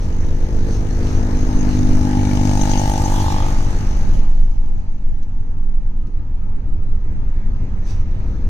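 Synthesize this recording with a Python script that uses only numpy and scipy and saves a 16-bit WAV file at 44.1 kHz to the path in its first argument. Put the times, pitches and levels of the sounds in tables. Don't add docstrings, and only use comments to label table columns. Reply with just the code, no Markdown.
import sys
import numpy as np
from scipy import signal
from scipy.fft import rfft, irfft, next_fast_len
from scipy.io import wavfile
from scipy.ndimage import uniform_filter1d, minimum_filter1d, map_coordinates

SR = 44100
rng = np.random.default_rng(int(sys.argv[2]) if len(sys.argv) > 2 else 0)


def unload_wav(signal):
    wavfile.write(
        sys.argv[1],
        SR,
        np.round(np.clip(np.atleast_2d(signal).T, -1, 1) * 32767).astype(np.int16),
    )


N = 374407
TIME = np.arange(N) / SR
SIDES = np.array([[1], [-1]]) / 2


def amp(db):
    return 10 ** (np.asarray(db) / 20)


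def unit(x):
    return x / np.sqrt(np.mean(x ** 2) + 1e-20)


def along(points, hz):
    f, v = np.transpose(points)
    return np.interp(np.log(hz + 1), np.log(f + 1), v)


def curves(rows):
    times, *columns = np.transpose(rows)
    return [np.interp(TIME, times, column) for column in columns]


def wobble(rate):
    return map_coordinates(rng.standard_normal(int(N * rate / SR) + 4), [np.arange(N) * rate / SR])


def swells(rows):
    return sum(height * np.exp(-((TIME - s) / half) ** 2 / 2) for s, height, half in rows)


def fades(rows):
    return swells([(s, amp(db), half) for s, db, half in rows])


def filtered(x, response):
    size = 2 * next_fast_len((N + SR) // 2)
    return irfft(rfft(x, size) * response(np.fft.rfftfreq(size, 1 / SR)), size)[..., :N]


def struck(x, spectrum):
    def response(hz):
        cepstrum = irfft(np.log(amp(along(spectrum, hz))))
        cepstrum[1:len(cepstrum) // 2] *= 2
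        cepstrum[len(cepstrum) // 2 + 1:] = 0
        return np.exp(rfft(cepstrum))
    return filtered(x, response)


def ringing(modes, hz):
    return sum((-1) ** k * amp(db) * 1j * hz * width / (centre ** 2 - hz ** 2 + 1j * hz * width)
               for k, (centre, width, db) in enumerate(modes))


def resonate(x, modes):
    return unit(filtered(x, lambda hz: ringing(modes, hz)))


def gliding(x, centre_hz, width_hz):
    carrier = np.exp(2j * np.pi * np.cumsum(centre_hz) / SR)
    lowpass = signal.butter(2, width_hz / 2, fs=SR, output="sos")
    return unit((carrier * signal.sosfilt(lowpass, x / carrier)).real)


def from_window(x, lead_ms, left_db):
    advance = SIDES * lead_ms / 1000
    return amp(SIDES * left_db) * filtered(x, lambda hz: np.exp(2j * np.pi * hz * advance))


# (frequency [Hz], coherence [0-1])
COHERENCE = [(12, 1), (35, 1), (70, 1), (250, 0.93), (500, 0.63), (900, 0.68), (1500, 0.25), (5000, 0.49),
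             (6200, 0.59), (8000, 0.94)]
def noise(spectrum, patchy_db):
    tiles = signal.stft(rng.standard_normal((2, N)), nperseg=512)[2]
    patches = uniform_filter1d(rng.standard_normal(tiles.shape[1:]), size=7, axis=0)
    patches = uniform_filter1d(patches, size=12, axis=1)
    pair = signal.istft(tiles * amp(patchy_db * unit(patches)), nperseg=512)[1][:, :N]

    def colour_and_width(hz):
        angle = np.arccos(np.clip(along(COHERENCE, hz), -1, 1)) / 2
        return amp(along(spectrum, hz)) * [np.cos(angle), np.sin(angle)]
    mid, side = filtered(pair, colour_and_width)
    return unit(np.array([mid + side, mid - side]))


def steadied(x, seconds):
    power = uniform_filter1d(np.mean(x ** 2, axis=0), size=max(int(seconds * SR), 1))
    return x / np.sqrt(np.abs(power) + 1e-6)


# (time [s], boom level [dB], rush level [dB])
AIRFLOW = [(0, -21, -45), (.6, -19, -46.5), (1.0, -17, -42), (2.5, -19.5, -42), (3.65, -18, -37.5),
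           (4.14, -20, -43.5), (4.28, -26, -47), (4.5, -28.5, -53), (5.0, -31, -54.5), (6.0, -27, -55),
           (6.7, -24.5, -52.5), (7.7, -21.5, -47.5), (8.2, -21.5, -47.5), (8.49, -18.5, -48)]
# (time [s], throb lift [dB], half length [s])
GUSTS = [(.31, 5, 0.07), (.56, 8.5, 0.033), (1.95, 7, 0.059), (3.62, 5.5, 0.077), (4.3, 9.5, 0.27),
         (5.1, 6.5, 0.045), (5.67, 4.5, 0.17), (6.8, 5.5, 0.28), (7.48, 5, 0.04), (8.0, 5.5, 0.061)]
# (frequency [Hz], level [dB])
THROB_EQ = [(4, -9), (11, -1), (18, 7.5), (26, -6.5), (36, -14), (55, -46.5), (90, -26.5), (200, -100.5)]
BOOM_EQ = [(18, -7.5), (30, 3), (45, -3.5), (62, -5.5), (85, -5), (120, -16.5), (170, -23), (260, -28),
           (500, -40), (1500, -110)]
def wind():
    boom_db, _ = curves(AIRFLOW)
    throb_db = -18 + 1.5 * wobble(rate=4) + swells(GUSTS)
    throb = amp(throb_db) * steadied(noise(THROB_EQ, patchy_db=0), seconds=0.15)
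    boom = amp(boom_db) * steadied(noise(BOOM_EQ, patchy_db=2), seconds=0.13)
    eddies = unit(filtered(rng.standard_normal((2, N)), lambda hz: amp(along(THROB_EQ, hz))))
    return throb + amp(throb_db - 12) * eddies + from_window(boom, lead_ms=0.13, left_db=0.5)


# (frequency [Hz], level [dB])
RUMBLE_EQ = [(60, -12), (95, 8.5), (140, -1), (200, 4), (265, -4.5), (330, -8), (400, -12.5), (500, -16),
             (650, -22.5), (900, -24), (1500, -34), (3000, -67.5), (8000, -100)]
RUSH_EQ = [(250, -3.5), (400, 1), (530, 5), (680, 2.5), (950, 3.5), (1100, -3.5), (1260, -2.5), (1450, -5),
           (1700, -2), (2050, -4.5), (2650, -8.5), (3200, -16), (4000, -14), (5300, -19), (6400, -15.5),
           (7400, -31), (12000, -50.5), (15500, -59.5)]
# (frequency [Hz], left minus right [dB])
RUSH_PAN = [(60, 5), (120, 0.5), (240, -7.5), (480, 5), (950, 6.5), (1890, -1), (3770, -3.5), (7520, 8.5),
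            (15000, -2.5)]
# (frequency [Hz], width [Hz], level [dB])
FRAME_MODES = [(1249, 22, 0)]
# (time [s], level [dB], half length [s])
WHISTLE_SWELL = [(6.911, -70, 0.48)]
def road():
    boom_db, rush_db = curves(AIRFLOW)
    eddies = wobble(rate=10)
    rumble_db = -36.5 + (boom_db - boom_db.mean()) + 0.22 * eddies
    rumble = amp(rumble_db) * noise(RUMBLE_EQ, patchy_db=-0.5)
    air = filtered(noise(RUSH_EQ, patchy_db=1.9), lambda hz: amp(along(RUSH_PAN, hz) * SIDES))
    rush = amp(rush_db + 0.17 * eddies) * air
    singing = (amp(rush_db - 13.5) + fades(WHISTLE_SWELL)) * amp(1.4 * wobble(rate=3.7))
    note = filtered(rng.standard_normal((2, N)), lambda hz: ringing(FRAME_MODES, hz) * (hz < 2000))
    return from_window(rumble + rush + singing * unit(note), lead_ms=0.12, left_db=-1.7)


def metres_ahead():
    abreast_s, overtake_m_per_s = 2.551, 4.54
    return overtake_m_per_s * (abreast_s - TIME)


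TRACTOR_BEAMS = { "drone": (-28, 9, 4, 10.5, 7.5), "hollow": (-44, 23.5, 3.5, 4.5, 22.5),
                 "hum": (-39.5, 14, 9, 4.5, 19.5), "roar": (-46.5, 17.5, 9.5, 4.5, 19),
                 "growl": (-49, 16.5, -3, 2.63, 15), "murmur": (-29.5, -7.5, -5, 4.5, 2.5),
                 "blat": (-58, 23.5, 0.1, 2, 15.5), "bark": (-53.5, 28, -1.74, 2, 9),
                 "buzz": (-55, 27, -3.5, 1.1, 9), "whine": (-44, 12, 1.87, 0.5, 5),
                 "chuff": (-49, -3, -12.5, 6.5, 15.5), "rasp": (-60, 27.5, -3, 2.0, 17.5),
                 "knock": (-57, 12.5, -1, 0.9, 19), "cover": (-63, 17.5, 1.0, 0.8, 19.5),
                 "clatter": (-40.5, 6, -1, 1.1, 22), "grit": (-54, 12, -2, 2.3, 19),
                 "tyres": (-35, 3, 5, 2, 32.5), }
def passing(layer):
    gap_m, hidden_behind_m, shade_depth_m = 3.08, 6.7, 2.6
    level_db, beam_db, spot_m, width_m, hidden_db = TRACTOR_BEAMS[layer]
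    ahead = metres_ahead()
    beam = np.exp(-((ahead - spot_m) / width_m) ** 2 / 2)
    shade = 1 - np.exp(-np.maximum(-ahead - hidden_behind_m, 0) / shade_depth_m)
    return amp(level_db + beam_db * beam - hidden_db * shade) * gap_m / np.hypot(ahead, gap_m)


def strokes(firings, scatter_db, cylinders_db=(0,)):
    at = np.flatnonzero(np.diff(np.floor(firings)))
    train = np.zeros(N)
    train[at] = amp(np.resize(cylinders_db, len(at)) + scatter_db * rng.standard_normal(N)[:len(at)])
    return train


def bursts(firings, scatter_db, rise_s, decay_s, cylinders_db=(0,)):
    t = np.arange(SR // 20) / SR
    shape = np.exp(-t / decay_s) * (1 - np.exp(-t / rise_s))
    return unit(signal.fftconvolve(strokes(firings, scatter_db, cylinders_db), shape)[:N])


# (frequency [Hz], level [dB])
THUMP_EQ = [(25, -29.5), (50, -6.5), (100, 6.5), (150, 0.5), (200, -5), (250, -6.5), (300, -3), (350, -11),
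            (400, -25.5), (450, -25), (560, -24), (750, -41.5), (1200, -45), (3000, -83.5)]
# (frequency [Hz], width [Hz], level [dB])
CHAMBER_MODES = [(254.8, 24.7, 0)]
SILENCER_MODES = [(349.7, 35, 4.5), (382.4, 45, 1.5), (464, 37.5, 3.5), (694, 66, -11.5)]
TAILPIPE_MODES = [(329, 53, 0)]
MURMUR_MODES = [(200.4, 49, -3), (308, 34, -6.5)]
def exhaust_drone(firings):
    thumps = struck(strokes(firings, scatter_db=1.26), THUMP_EQ)
    return (passing("drone") * unit(thumps)
            + passing("hollow") * resonate(thumps, CHAMBER_MODES)
            + passing("hum") * resonate(strokes(firings, scatter_db=2), SILENCER_MODES)
            + passing("growl") * resonate(thumps, TAILPIPE_MODES)
            + passing("murmur") * resonate(thumps, MURMUR_MODES))


# (frequency [Hz], level [dB])
ROAR_EQ = [(150, -22), (270, 6), (340, -4), (430, 0), (520, -8.5), (900, -48.5)]
def silencer_roar(gas):
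    return passing("roar") * unit(1 + gas) * noise(ROAR_EQ, patchy_db=2.5)


# (frequency [Hz], level [dB])
CHUFF_EQ = [(250, -10), (420, 11.5), (560, 7), (720, -1.5), (900, -8), (1080, -6.5), (1400, -7.5),
            (1750, -15), (2050, -4), (2300, 9), (2600, -19), (2900, -8), (3300, -23), (5000, -29),
            (9000, -59)]
def exhaust_chuff(gas):
    return passing("chuff") * gas * noise(CHUFF_EQ, patchy_db=2.5)


# (frequency [Hz], level [dB])
TYRE_EQ = [(250, -8.5), (600, 7.5), (900, 6), (1100, 0), (1450, -0.5), (1700, 0), (2500, -11),
           (3200, -38.5), (5300, -7), (6400, -18), (7400, -17), (15500, -35.5)]
def tractor_tyres():
    return passing("tyres") * noise(TYRE_EQ, patchy_db=2)


# (frequency [Hz], level [dB])
GEAR_EQ = [(400, -4), (1000, -5), (1400, -1), (1750, 2.5), (2400, -4), (2900, 4.5), (3300, -0.5),
           (4000, 2.5), (5300, 2.5), (6050, 6.5), (6650, 8.5), (7300, -24), (11000, -15.5), (15500, -33)]
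KNOCK_EQ = [(900, -17), (1900, -13), (2300, -8.5), (2600, 1), (3050, 7.5), (3800, -6), (5200, -9),
            (6400, 7), (7300, -22.5), (12000, -28), (15500, -30.5)]
GRIT_EQ = [(4000, -23.5), (7000, 5), (8500, 3), (11500, -6.5), (15500, -5.5)]
CYLINDERS_DB = [0, 2.5, -1]
# (frequency [Hz], width [Hz], level [dB])
COVER_MODES = [(2270, 78, -1), (3030, 290, -7.5)]
def engine_clatter(firings):
    beat = unit(1 + 0.45 * bursts(firings, scatter_db=2.5, rise_s=0.001, decay_s=0.003))
    gears, block, rattle = (noise(eq, patchy_db=2.2) for eq in (GEAR_EQ, KNOCK_EQ, GRIT_EQ))
    raps = bursts(firings, scatter_db=1.5, rise_s=0.0004, decay_s=0.0025, cylinders_db=CYLINDERS_DB)
    clatter = passing("clatter") * beat * gears + passing("knock") * raps * block
    cover = passing("cover") * resonate(raps * rng.standard_normal(N), COVER_MODES)
    flicker = amp(1.3 * wobble(rate=25) + 2.2 * wobble(rate=700))
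    grit = passing("grit") * unit(beat * flicker) * rattle
    return from_window(clatter + cover, lead_ms=0.49, left_db=8.5) + grit


# (frequency [Hz], level [dB])
BARK_EQ = [(200, -62.5), (450, -8), (500, -9.5), (590, -12), (650, -2), (700, -8), (745, -2.5), (795, 1.5),
           (845, 5), (895, 4.5), (945, -10), (1000, -15), (1150, -30), (2000, -51.5), (5000, -78.5)]
BLAT_EQ = [(300, -30.5), (450, -8.5), (600, -2.5), (690, 3.5), (745, 0), (850, -3), (940, 1), (1040, -17.5),
           (1600, -31.5), (5000, -70.5)]
# (frequency [Hz], width [Hz], level [dB])
WHINE_MODES = [(810, 81, 0)]
BUZZ_MODES = [(844, 190, 0)]
def pipe_bark(pops):
    barks = struck(pops, BARK_EQ)
    return (passing("bark") * unit(barks)
            + passing("whine") * resonate(barks, WHINE_MODES)
            + passing("buzz") * resonate(barks, BUZZ_MODES)
            + passing("blat") * unit(struck(pops, BLAT_EQ)))


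def pipe_rasp(pops, gas):
    low_hz, high_hz, width_hz = 850, 1200, 220
    halfway_behind_m, climb_scale_m = 3.27, 0.42
    climb = (1 - np.tanh((metres_ahead() + halfway_behind_m) / climb_scale_m / 2)) / 2
    centre_hz = low_hz + (high_hz - low_hz) * climb
    jet = (1 + gas) * noise(RUSH_EQ, patchy_db=2)
    turbulence = amp(-1) * gliding(jet, centre_hz, width_hz)
    return passing("rasp") * (gliding(pops, centre_hz, width_hz) + turbulence)


# (time [s], firing rate [Hz])
FIRING_RATE = [(0, 49.63), (.5, 49.8), (1.4, 49.96), (2.3, 49.77), (3.0, 49.37), (3.6, 49.4), (6, 49.41)]
def tractor():
    rate_hz, = curves(FIRING_RATE)
    firings = np.cumsum(rate_hz) / SR + 0.855
    outflow = firings - 0.06
    drone = exhaust_drone(firings)
    pops = strokes(outflow, scatter_db=0.5)
    gas = bursts(outflow, scatter_db=1.5, rise_s=0.0005, decay_s=0.003)
    chuff = exhaust_chuff(gas)
    return (from_window(drone + silencer_roar(gas), lead_ms=0.23, left_db=2.5)
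            + from_window(chuff + pipe_bark(pops) + pipe_rasp(pops, gas), lead_ms=0.25, left_db=0)
            + engine_clatter(outflow)
            + from_window(tractor_tyres(), lead_ms=0.31, left_db=2))


# (time [s], level [dB], half length [s])
RUSTLES = [(0.04, -47, 0.027), (0.733, -41.5, 0.043), (1.11, -42.5, 0.07), (1.746, -42, 0.048),
           (7.902, -44.5, 0.03), (7.987, -57.5, 0.035), (8.356, -61, 0.27)]
# (time [s], level before trim [dB], time to fall 60 dB [s])
TICKS = [(5.228, -46.5, 0.072), (6.068, -50.5, 0.098), (7.3, -61, .06)]
# (frequency [Hz], level [dB])
SCUFF_EQ = [(700, -3), (1700, -1), (2400, -0.5), (3200, -8), (4300, 0.5), (5200, -3), (6200, 5.5),
            (7000, -11), (8000, -14), (14000, -25.5)]
def rustles_and_ticks():
    scuff = noise(SCUFF_EQ, patchy_db=2.5)
    rustles = fades(RUSTLES) * amp(wobble(rate=300))
    ticks = sum(amp(db - 60 * np.abs(TIME - s) / t60) * (TIME >= s) for s, db, t60 in TICKS)
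    return (rustles + amp(-3.5) * ticks) * scuff


# (time [s], level [dB], half length [s])
JINGLES = [(2.619, -30, 0.0048), (2.714, -34, 0.013), (2.792, -32.5, 0.011), (3.055, -34.5, 0.012)]
# (frequency [Hz], width [Hz], level [dB])
TIN_MODES = [(6100, 360, 2), (6600, 330, 1.5)]
def metal_jingles():
    ring = resonate(rng.standard_normal((2, N)), TIN_MODES)
    return from_window(fades(JINGLES) * ring, lead_ms=0.83, left_db=9.5)


# (time [s], level [dB], half length [s])
HISSES = [(3.243, -39.5, 0.18), (3.95, -58, 0.097), (4.157, -48, 0.025), (8.1, -68, 0.59)]
# (frequency [Hz], level [dB])
HISS_EQ = [(1200, -23), (2400, -7), (3300, -0.5), (4600, -4), (6400, 2), (7500, -12), (15000, -17)]
def glass_hiss():
    flutter = amp(1.8 * wobble(rate=28) + 1.5 * wobble(rate=150))
    hiss = fades(HISSES) * flutter * noise(HISS_EQ, patchy_db=4)
    return from_window(hiss, lead_ms=0.3, left_db=-2)


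# (frequency [Hz], level [dB])
SWISH_EQ = [(300, -12), (520, -2.5), (750, -9), (1020, -11.5), (1180, 3), (1380, -14.5), (2200, -10.5),
            (3200, -10.5), (4000, -12), (6400, -9), (8000, -23.5), (15000, -34.5)]
def motorbike():
    closest_s, closest_db, pass_s, db_per_doubling = 3.3, -37, 0.29, 11
    distance = np.hypot(1, (TIME - closest_s) / pass_s)
    swish = from_window(noise(SWISH_EQ, patchy_db=3.5), lead_ms=0.32, left_db=-1.5)
    return amp(closest_db - db_per_doubling * np.log2(distance)) * swish


def scene():
    bed = wind() + road() + glass_hiss()
    return bed + tractor() + metal_jingles() + motorbike() + rustles_and_ticks()


def record(dry):
    ceiling, top_hz = 0.88, 15550
    needed = np.minimum(1, ceiling / (np.abs(dry).max(axis=0) + 1e-9))
    held = minimum_filter1d(needed, size=1801)
    gain = uniform_filter1d(uniform_filter1d(held, size=901), size=901)
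    return filtered(dry * gain, lambda hz: hz < top_hz)


dry = scene()
out = record(dry)
unload_wav(out)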